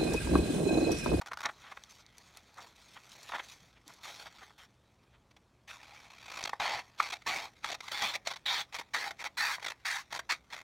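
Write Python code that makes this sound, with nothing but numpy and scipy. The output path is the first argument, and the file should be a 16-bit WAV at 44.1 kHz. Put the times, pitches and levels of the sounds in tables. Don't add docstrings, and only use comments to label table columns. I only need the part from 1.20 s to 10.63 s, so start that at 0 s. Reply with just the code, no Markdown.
import sys
import numpy as np
from scipy import signal
from scipy.fft import rfft, irfft, next_fast_len
from scipy.io import wavfile
from scipy.ndimage import map_coordinates

SR = 44100
rng = np.random.default_rng(int(sys.argv[2]) if len(sys.argv) > 2 else 0)


def materialize(psi):
    bounded = np.clip(np.atleast_2d(psi).T, -1, 1)
    quanta = np.round(bounded * 32767).astype(np.int16)
    wavfile.write(sys.argv[1], SR, quanta)


N = 415846
T = np.arange(N) / SR

# (start [s], length [s], first level [dB], last level [dB], mid-stroke swell [dB], first resonance [Hz],
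#  last resonance [Hz], resonance gain at the start [dB], bass [dB], treble [dB], top octave [dB])
CLOSINGS = [(5.396, 0.2, -31.5, -37.5, 2, 940, 990, 4, 1, -2, -3),
            (6.061, 0.21, -30.5, -46.5, 2.5, 2130, 2450, 4.5, 3.5, 5.5, -2.5),
            (6.713, 0.086, -35.5, -36.5, -1, 3300, 4100, 5.5, 0, 4.5, 0),
            (6.802, 0.14, -32.5, -44, 6, 3300, 3700, 10.5, -1, 5, 0),
            (7.255, 0.16, -33.5, -35.5, 4.5, 3560, 3550, 12.5, -7.5, 2.5, 0),
            (7.734, 0.15, -29.5, -37.5, -2.5, 1740, 1370, 8, -1, 5.5, -2),
            (8.169, 0.18, -31.5, -34.5, 1.5, 1760, 1590, 14, -11, 9, -1),
            (8.648, 0.16, -32.5, -40.5, 1.5, 1840, 1540, 11, -17, 9, -4),
            (9.09, 0.052, -35, -39, 10, 1080, 1090, 1, -12, 3.5, -7)]
# (frequency [Hz], gain [dB])
EDGE_TONE = [(40, -23.5), (150, -20), (430, -13), (800, 0), (1650, -3), (3400, -2.5), (4500, -6),
             (5700, -8), (8300, -22), (16000, -31.5)]
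# (frequency [Hz], gain [dB])
FLEX_TONE = [(60, -26), (400, -15), (850, -1), (1250, 0.5), (1900, -3.5), (3000, -17), (7000, -31),
             (16000, -45)]
# (time [s], resonance [Hz], sharpness of the rasp [dB])
TOUCH_TONE = [(.25, 1400, -3.5), (2.9, 3430, -4), (4.5, 2330, -1), (5.2, 2500, 0), (7.1, 2200, 3),
              (7.6, 2150, -1.5), (8.4, 2000, -1)]
BITE_S = .007


def amp(db):
    return 10 ** (np.asarray(db) / 20)


def unit(x):
    return x / np.sqrt(np.mean(x ** 2) + 1e-20)


def along(points, hz):
    f, v = np.transpose(points)
    return np.interp(np.log(hz + 1), np.log(f + 1), v)


def bell(hz, centre_hz, width_hz):
    return 1 / (1 + ((hz - centre_hz) / width_hz) ** 2)


def wobble(rate, size):
    knots = rng.standard_normal(int(size * rate / SR) + 4)
    return map_coordinates(knots, [np.arange(size) * rate / SR])


def add(track, s, sound):
    i = max(round(s * SR), 0)
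    track[i:i + len(sound)] += sound[:max(N - i, 0)]


def colour(x, db_of_hz):
    m = 2 * next_fast_len(len(x) // 2 + 2048)
    cepstrum = irfft(np.log(amp(db_of_hz(np.fft.rfftfreq(m, 1 / SR))) + 1e-6))
    cepstrum[1:m // 2] *= 2
    cepstrum[m // 2 + 1:] = 0
    return irfft(rfft(x, m) * np.exp(rfft(cepstrum)), m)[:len(x)]


def stroke(s, length, first_db, last_db, swell_db, attack, release):
    force = np.zeros(N)
    t = np.arange(int((length + release) * SR)) / SR
    done = np.minimum(t / length, 1)
    db = first_db + (last_db - first_db) * done + swell_db * np.sin(np.pi * done)
    rise = np.minimum(t / attack, 1)
    fade = 10 ** (-3 * np.maximum(t - length, 0) / release)
    add(force, s, amp(db) * rise * fade)
    return force


def sheet_modes(hz, spacing_hz):
    return map_coordinates(rng.standard_normal(1024), [hz / spacing_hz], mode="mirror")


def scatter(x):
    spread_s, span_hz = .001, 260
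    m = next_fast_len(len(x) + 1024)
    delay = spread_s * np.abs(sheet_modes(np.fft.rfftfreq(m, 1 / SR), span_hz))
    phase = 2 * np.pi * np.cumsum(delay) * SR / m
    return irfft(rfft(x, m) * np.exp(-1j * phase), m)[:len(x)]


def crackle(rate, spread_db, smooth, size):
    struck = rng.random(size) < rate / SR
    snaps = struck * rng.choice([-1, 1], size) * amp(spread_db * rng.standard_normal(size))
    return unit(unit(scatter(snaps)) + smooth * rng.standard_normal(size))


def tears(rate, size):
    grit_db, friction_gain = 2.2, .55
    steps = rng.gamma(4, SR / rate / 4, size // 8)
    at = np.cumsum(steps).astype(int)
    at = at[at < size]
    sizes = rng.choice([-1, 1], len(at)) * amp(grit_db * rng.standard_normal(len(at)))
    snaps = np.bincount(at, sizes, size)
    return unit(unit(scatter(snaps)) + friction_gain * rng.standard_normal(size))


def bend(x, depth_db, span_hz, seconds, extra_db=None):
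    hz, t, z = signal.stft(x, SR, nperseg=512)
    knots = np.meshgrid(hz / span_hz, t / seconds, indexing="ij")
    patches = rng.standard_normal([int(k.max()) + 2 for k in knots])
    db = depth_db * map_coordinates(patches, knots, order=2)
    if extra_db:
        db = db + extra_db(hz[:, None], t / t[-1])
    return signal.istft(z * amp(db), SR, nperseg=512)[1][:len(x)]


def room_tone():
    # (frequency [Hz], gain [dB])
    air_tone = [(20, -31.5), (40, -7.5), (62, 0.5), (110, -5.5), (200, -7), (340, -11.5), (1170, -18),
                (1700, -25), (7800, -35), (16000, -49.5)]
    air_db, hum_db, hum_hz = -68.5, -74.5, 120
    air = unit(colour(rng.standard_normal(N), lambda hz: along(air_tone, hz)))
    return amp(air_db) * air + amp(hum_db) * np.sin(2 * np.pi * hum_hz * T)


def room(x):
    # (frequency [Hz], t60: time to fall by 60 dB [s])
    fade_times = [(150, 0.61), (1000, 0.13), (5000, 0.077), (15000, 0.068)]
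    hz, t, z = signal.stft(rng.standard_normal(SR // 2), SR, nperseg=256)
    fade = amp(-60 * t / along(fade_times, hz)[:, None])
    tail = signal.istft(z * fade, SR, nperseg=256)[1]
    late = np.pad(tail, (SR // 200, 0))
    return signal.fftconvolve(x, late / np.linalg.norm(tail))[:N]


def bumps():
    # (start [s], level [dB], ring [Hz])
    desk_bumps = [(2.419, -52, 172), (2.665, -50.5, 294)]
    fade_s = 0.07
    out, t = np.zeros(N), np.arange(SR // 5) / SR
    for s, db, hz in desk_bumps:
        onset = 1 - np.exp(-t * hz)
        add(out, s, amp(db - 60 * t / fade_s) * np.sin(2 * np.pi * hz * t) * onset)
    return out


def friction(db_of_hz, rate, smooth, uneven_db, extra_db=None):
    grains = crackle(rate, spread_db=2.5, smooth=smooth, size=N) * amp(uneven_db * wobble(110, size=N))
    return unit(bend(colour(grains, db_of_hz), depth_db=3.5, span_hz=360, seconds=.04, extra_db=extra_db))


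def swishes():
    # (start [s], length [s], first level [dB], last level [dB], swell [dB], dull rub over hiss [dB])
    slides = [(0.28, 0.45, -67, -71, 5.5, -7), (0.693, 0.12, -62.5, -59.5, 0.5, -19),
              (0.966, 0.49, -67.5, -74.5, 3.5, -3), (1.369, 0.16, -58, -66.5, 1.5, 1),
              (1.551, 0.38, -63, -61, 0.5, -5.5), (1.914, 0.33, -64.5, -62.5, 9.5, -2),
              (2.231, 0.11, -62.5, -55.5, 3, -10), (2.353, 0.2, -67.5, -85, 10, -3.5),
              (2.659, 0.23, -60, -61, -1.5, -5.5), (2.83, 0.21, -51, -57, -7, -3.5)]
    # (frequency [Hz], gain [dB])
    rub_tone = [(60, -27), (400, 3), (900, 6), (2200, 7), (4000, -8), (8000, -26)]
    hiss_tone = [(1000, -37), (2500, 6.5), (4200, 5), (6500, 1), (8500, -9), (16000, -17.5)]
    attack_s, release_s = 0.0058, 0.091
    rub = friction(lambda hz: along(rub_tone, hz), rate=1300, smooth=0.7, uneven_db=2.5)
    hiss = friction(lambda hz: along(hiss_tone, hz), rate=800, smooth=0.5, uneven_db=2.4)
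    crinkles = friction(lambda hz: along(EDGE_TONE, hz), rate=810, smooth=0.59, uneven_db=5)
    crinkles = amp(-6.5) * amp(2.6 * wobble(20, size=N) + 1.5) * crinkles
    out = np.zeros(N)
    for *movement, rub_db in slides:
        out += stroke(*movement, attack_s, release_s) * (hiss + crinkles + amp(rub_db) * rub)
    return out


def chatter():
    # (time [s], level [dB])
    held = [(0, -65), (2.5, -68.5), (4.4, -78.5), (5.35, -61.5), (6.5, -66), (9.43, -68)]
    # (start [s], length [s], first level [dB], last level [dB], swell [dB])
    brushes = [(2.832, 0.25, -46, -52, -1), (3.084, 0.29, -64, -73, 10), (3.377, 0.084, -56, -61, 3),
               (4.474, 0.11, -53.5, -54, 5), (6.619, 0.1, -54.5, -50, 1.5)]
    brush_attack_s, brush_release_s = 0.005, 0.018
    settle_db, settle_s = -15.5, 0.09
    contact = amp(np.interp(T, *np.transpose(held)))
    for brush in brushes:
        contact += stroke(*brush, brush_attack_s, brush_release_s)
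    for cut in CLOSINGS:
        contact += amp(settle_db) * stroke(*cut[:5], BITE_S, settle_s)

    def steel(hz):
        return along(EDGE_TONE, hz) + along([(800, 0.0), (2000, 3.0), (4000, 1.5), (12000, 6)], hz)

    def ring(hz, progress):
        times, rings_hz, _ = np.transpose(TOUCH_TONE)
        return 4 * bell(hz, np.interp(progress * T[-1], times, rings_hz), 900)

    return contact * friction(steel, rate=900, smooth=.45, uneven_db=2, extra_db=ring)


def flexes():
    # (middle [s], half width [s], level [dB], brightness around 3.1 kHz [dB])
    bends = [(.119, 0.0032, -34, 4), (.258, 0.0071, -29, 10), (.295, 0.0045, -36.5, 11),
             (.474, 0.033, -51.5, 16), (.523, 0.0038, -40.5, 8), (.574, 0.0026, -40.5, 7),
             (1.39, 0.01, -46.5, -11), (1.77, 0.0065, -45.5, 20), (2.097, 0.0028, -41.5, 2),
             (2.124, 0.0033, -35, 15), (2.155, 0.0086, -33, 12), (2.185, .002, -38, 6),
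             (2.199, 0.0036, -34, 21), (2.574, .009, -59.5, 27), (2.70, 0.0072, -52, 2),
             (3.068, 0.0072, -46.5, -4), (3.227, 0.0088, -49.5, -1), (3.309, .0033, -54.5, -3),
             (3.946, 0.014, -63.5, 22)]
    crisp_db = -16
    out = np.zeros(N)
    for s, width, db, bright_db in bends:
        reach = int(4 * width * SR)
        t = np.arange(-reach, reach) / SR
        swell = 1 / np.cosh(1.07 * t / width)
        flap = colour(swell * crackle(rate=1800, spread_db=1.5, smooth=0.22, size=len(t)),
                      lambda hz: along(FLEX_TONE, hz) + bright_db * bell(hz, 3100, 900))
        creases = colour(swell * crackle(rate=1600, spread_db=19.0, smooth=0.12, size=len(t)),
                         lambda hz: along(EDGE_TONE, hz))
        both = unit(flap) + amp(crisp_db) * unit(creases)
        add(out, s + t[0], amp(db) * both * np.sqrt(np.mean(swell ** 2)))
    return out


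def pops():
    # (start [s], level [dB], pitch halfway through [Hz], length [s])
    buckles = [(2.135, -29.5, 930, 0.003), (5.3316, -23.5, 950, 0.0039), (5.8003, -13.5, 1144, 0.0044),
               (6.444, -22, 1820, 0.00163), (8.382, -35, 970, 0.0032)]
    shiver_db, shiver_s = -0.5, 0.023
    out, t = np.zeros(N), np.arange(int(.06 * SR)) / SR
    for s, db, ring_hz, length in buckles:
        done = np.minimum(t / length, 1)
        phase = 2 * np.pi * np.cumsum(ring_hz * (1 - 0.17 * (done - .5))) / SR
        snap = (np.sin(phase) - 0.38 * np.cos(2 * phase)) * np.sin(np.pi * done)
        noise = unit(colour(rng.standard_normal(len(t)), lambda hz: along(FLEX_TONE, hz)))
        shiver = noise * done * amp(-60 * t / shiver_s)
        add(out, s, amp(db) * (snap + amp(shiver_db) * shiver))
    return out


def ticks():
    # (start [s], peak level [dB], top octave [dB], to which 16.5 dB is added)
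    contacts = [(.258, -18, -22), (.637, -35.5, -14), (0.864, -40.5, -14), (0.982, -37.5, -4),
                (1.172, -35.5, -4), (1.343, -46, -4), (2.031, -39, -5), (2.679, -33.5, -1.5),
                (2.738, -44, -1), (5.239, -21.5, -24), (5.830, -29, -14), (6.518, -28, -28),
                (6.823, -21.5, -33), (7.074, -20.5, -27), (7.405, -29, -15)]
    # (frequency [Hz], gain [dB])
    tick_tone = [(200, -15), (1200, -15), (3800, -1.5), (6200, -1), (8500, -16), (16000, -35)]
    out, t = np.zeros(N), np.arange(int(.03 * SR)) / SR
    for s, db, top_db in contacts:
        blow = rng.standard_normal(len(t)) * amp(-60 * t / .012)
        top = [(6500, 0), (10000, top_db + 16.5)]
        tick = colour(blow, lambda hz: along(tick_tone, hz) + along(top, hz))
        add(out, s, amp(db) * tick / np.abs(tick).max())
    return out


def rasp(force, s):
    times, rings_hz, edges_db = np.transpose(TOUCH_TONE)
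    ring_hz, edge_db = np.interp(s, times, rings_hz), np.interp(s, times, edges_db)

    def body(hz):
        return along(EDGE_TONE, hz) + 7 * bell(hz, ring_hz, 300) + edge_db * bell(hz, 4200, 1000)

    judder = amp(1.5 * wobble(212.6, size=len(force)))
    grains = bend(tears(rate=550, size=len(force)), depth_db=3.2, span_hz=260, seconds=.018)
    return unit(colour(force * judder * grains, body)) * np.sqrt(np.mean(force ** 2))


def slips():
    # (start [s], length [s], first level [dB], last level [dB], swell [dB], slips per second [1/s],
    #  level change while stuck [dB])
    openings = [(4.586, 0.3, -56, -54.5, 3.5, 75, -7.5), (4.9, 0.17, -51.5, -45.5, -4, 64, -12),
                (5.078, 0.16, -45, -39.5, 1.5, 54.5, -12), (5.794, 0.097, -33.5, -40, -1.5, 34, -6),
                (6.441, 0.068, -34.5, -35.5, -1.5, 67, -10.5), (7.068, 0.059, -29, -38, -1.5, 29, -13),
                (7.542, 0.061, -33.5, -36.5, -3, 26, -15), (7.988, 0.039, -48.5, -42.5, 5, 73, 0.5),
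                (8.423, 0.097, -39, -35.5, 3.5, 54, -20.5), (8.939, 0.041, -37.5, -40.5, 3.5, 60, -6),
                (9.362, 0.058, -38, -49.5, -1.5, 80, -22)]
    # (start [s], length [s], level [dB])
    single_slips = [(0.012, 0.0078, -38), (0.059, 0.016, -44), (0.082, .004, -42.5), (0.131, 0.0083, -37.5),
                    (0.17, 0.004, -36), (0.186, 0.01, -46), (0.203, 0.0052, -37.5), (0.214, .004, -41),
                    (0.229, 0.011, -37), (1.163, 0.019, -55), (4.107, 0.011, -61.5), (4.163, 0.0086, -56),
                    (4.489, 0.025, -46.5), (5.249, 0.0087, -32), (5.271, 0.0081, -35),
                    (5.292, 0.0049, -33.5), (5.899, 0.011, -38), (5.92, 0.021, -34.5), (5.95, 0.02, -48.5),
                    (6.018, 0.0022, -46), (6.514, 0.019, -36), (6.541, .011, -37.5), (6.604, 0.0042, -36.5),
                    (6.679, 0.0076, -37), (6.937, 0.028, -33), (7.134, 0.0091, -42), (7.157, 0.014, -43),
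                    (7.524, 0.016, -46.5), (7.608, 0.011, -42.5), (7.906, 0.0077, -36.5),
                    (8.039, 0.0041, -33), (8.048, 0.028, -36), (8.395, 0.0069, -46.5),
                    (8.904, 0.022, -49.5), (8.923, 0.0068, -33), (8.99, 0.0049, -31), (9.3, 0.022, -52),
                    (9.324, 0.024, -39.5)]
    slip_share, jitter = .5, .035
    attack_s, release_s = 0.0027, 0.022
    lead_s, lead_db = .02, -11.5
    out = np.zeros(N)
    for s, length, first_db, last_db, swell_db, rate, stuck_db in openings:
        force = np.trim_zeros(stroke(s, length, first_db, last_db, swell_db, attack_s, release_s))
        cycle = (rate * np.arange(len(force)) / SR + jitter * wobble(31, size=len(force))) % 1
        stuck = np.interp(cycle, [0, .15, slip_share, 1], [1, 0, 0, 1])
        add(out, s, amp(stuck_db * stuck) * rasp(force, s))
        graze = np.linspace(0, amp(first_db + lead_db), int(lead_s * SR))
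        add(out, s - lead_s, rasp(graze, s))
    for s, length, db in single_slips:
        force = np.trim_zeros(stroke(s, length, db, db, 0, attack_s, release_s))
        add(out, s, rasp(force, s))
    return out


def cuts():
    # (frequency [Hz], gain [dB])
    fibre_tone = [(40, -21), (150, -14.5), (430, -12), (820, 4.5), (1400, -1.5), (2100, 4), (3300, -2),
                  (4500, -3.5), (5700, -12), (8000, -25), (10000, -30), (16000, -32)]
    release_s = .08
    out = np.zeros(N)
    for *movement, first_hz, last_hz, ring_db, bass_db, treble_db, top_db in CLOSINGS:
        force = stroke(*movement, BITE_S, release_s)
        on = np.flatnonzero(force)
        clumps = wobble(149.9, size=len(on))
        fibres = amp(clumps) * tears(rate=480, size=len(on))
        cracks = amp(2.2 * clumps - 9) * crackle(rate=550, spread_db=2.5, smooth=0, size=len(on))
        cracks = colour(cracks, lambda hz: along([(1500, -5.5), (7000, 9.0)], hz))
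        tilt = [(500, bass_db), (1200, 0), (3500, 0), (9000, treble_db), (13000, treble_db + top_db)]
        body = colour(fibres + cracks, lambda hz: along(fibre_tone, hz) + along(tilt, hz))

        def ring(hz, closed):
            centre_hz = first_hz + (last_hz - first_hz) * closed
            return ring_db * (1 - closed / 2) * bell(hz, centre_hz, 0.13 * first_hz)

        sheet = unit(bend(body, depth_db=3.4, span_hz=190, seconds=.035, extra_db=ring))
        out[on] += force[on] * sheet
    return out


def scene():
    # (frequency [Hz], half width [Hz], gain [dB])
    dips = [(1683, 167, -2.5), (2873, 256, -8.5), (4600, 100, 4.5), (4865, 236, -8)]
    near = bumps() + swishes() + chatter() + flexes() + pops() + ticks() + slips() + cuts()
    near = colour(near, lambda hz: sum(db * bell(hz, dip_hz, width_hz) for dip_hz, width_hz, db in dips))
    mono = near + amp(-17.5) * room(near) + room_tone()
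    return np.array([mono, mono])


def record(dry):
    top_hz = 15850
    m = next_fast_len(N + SR // 2)
    kept = np.fft.rfftfreq(m, 1 / SR) < top_hz
    return irfft(rfft(dry, m) * kept, m)[:, :N]


dry = scene()
out = record(dry)
materialize(out)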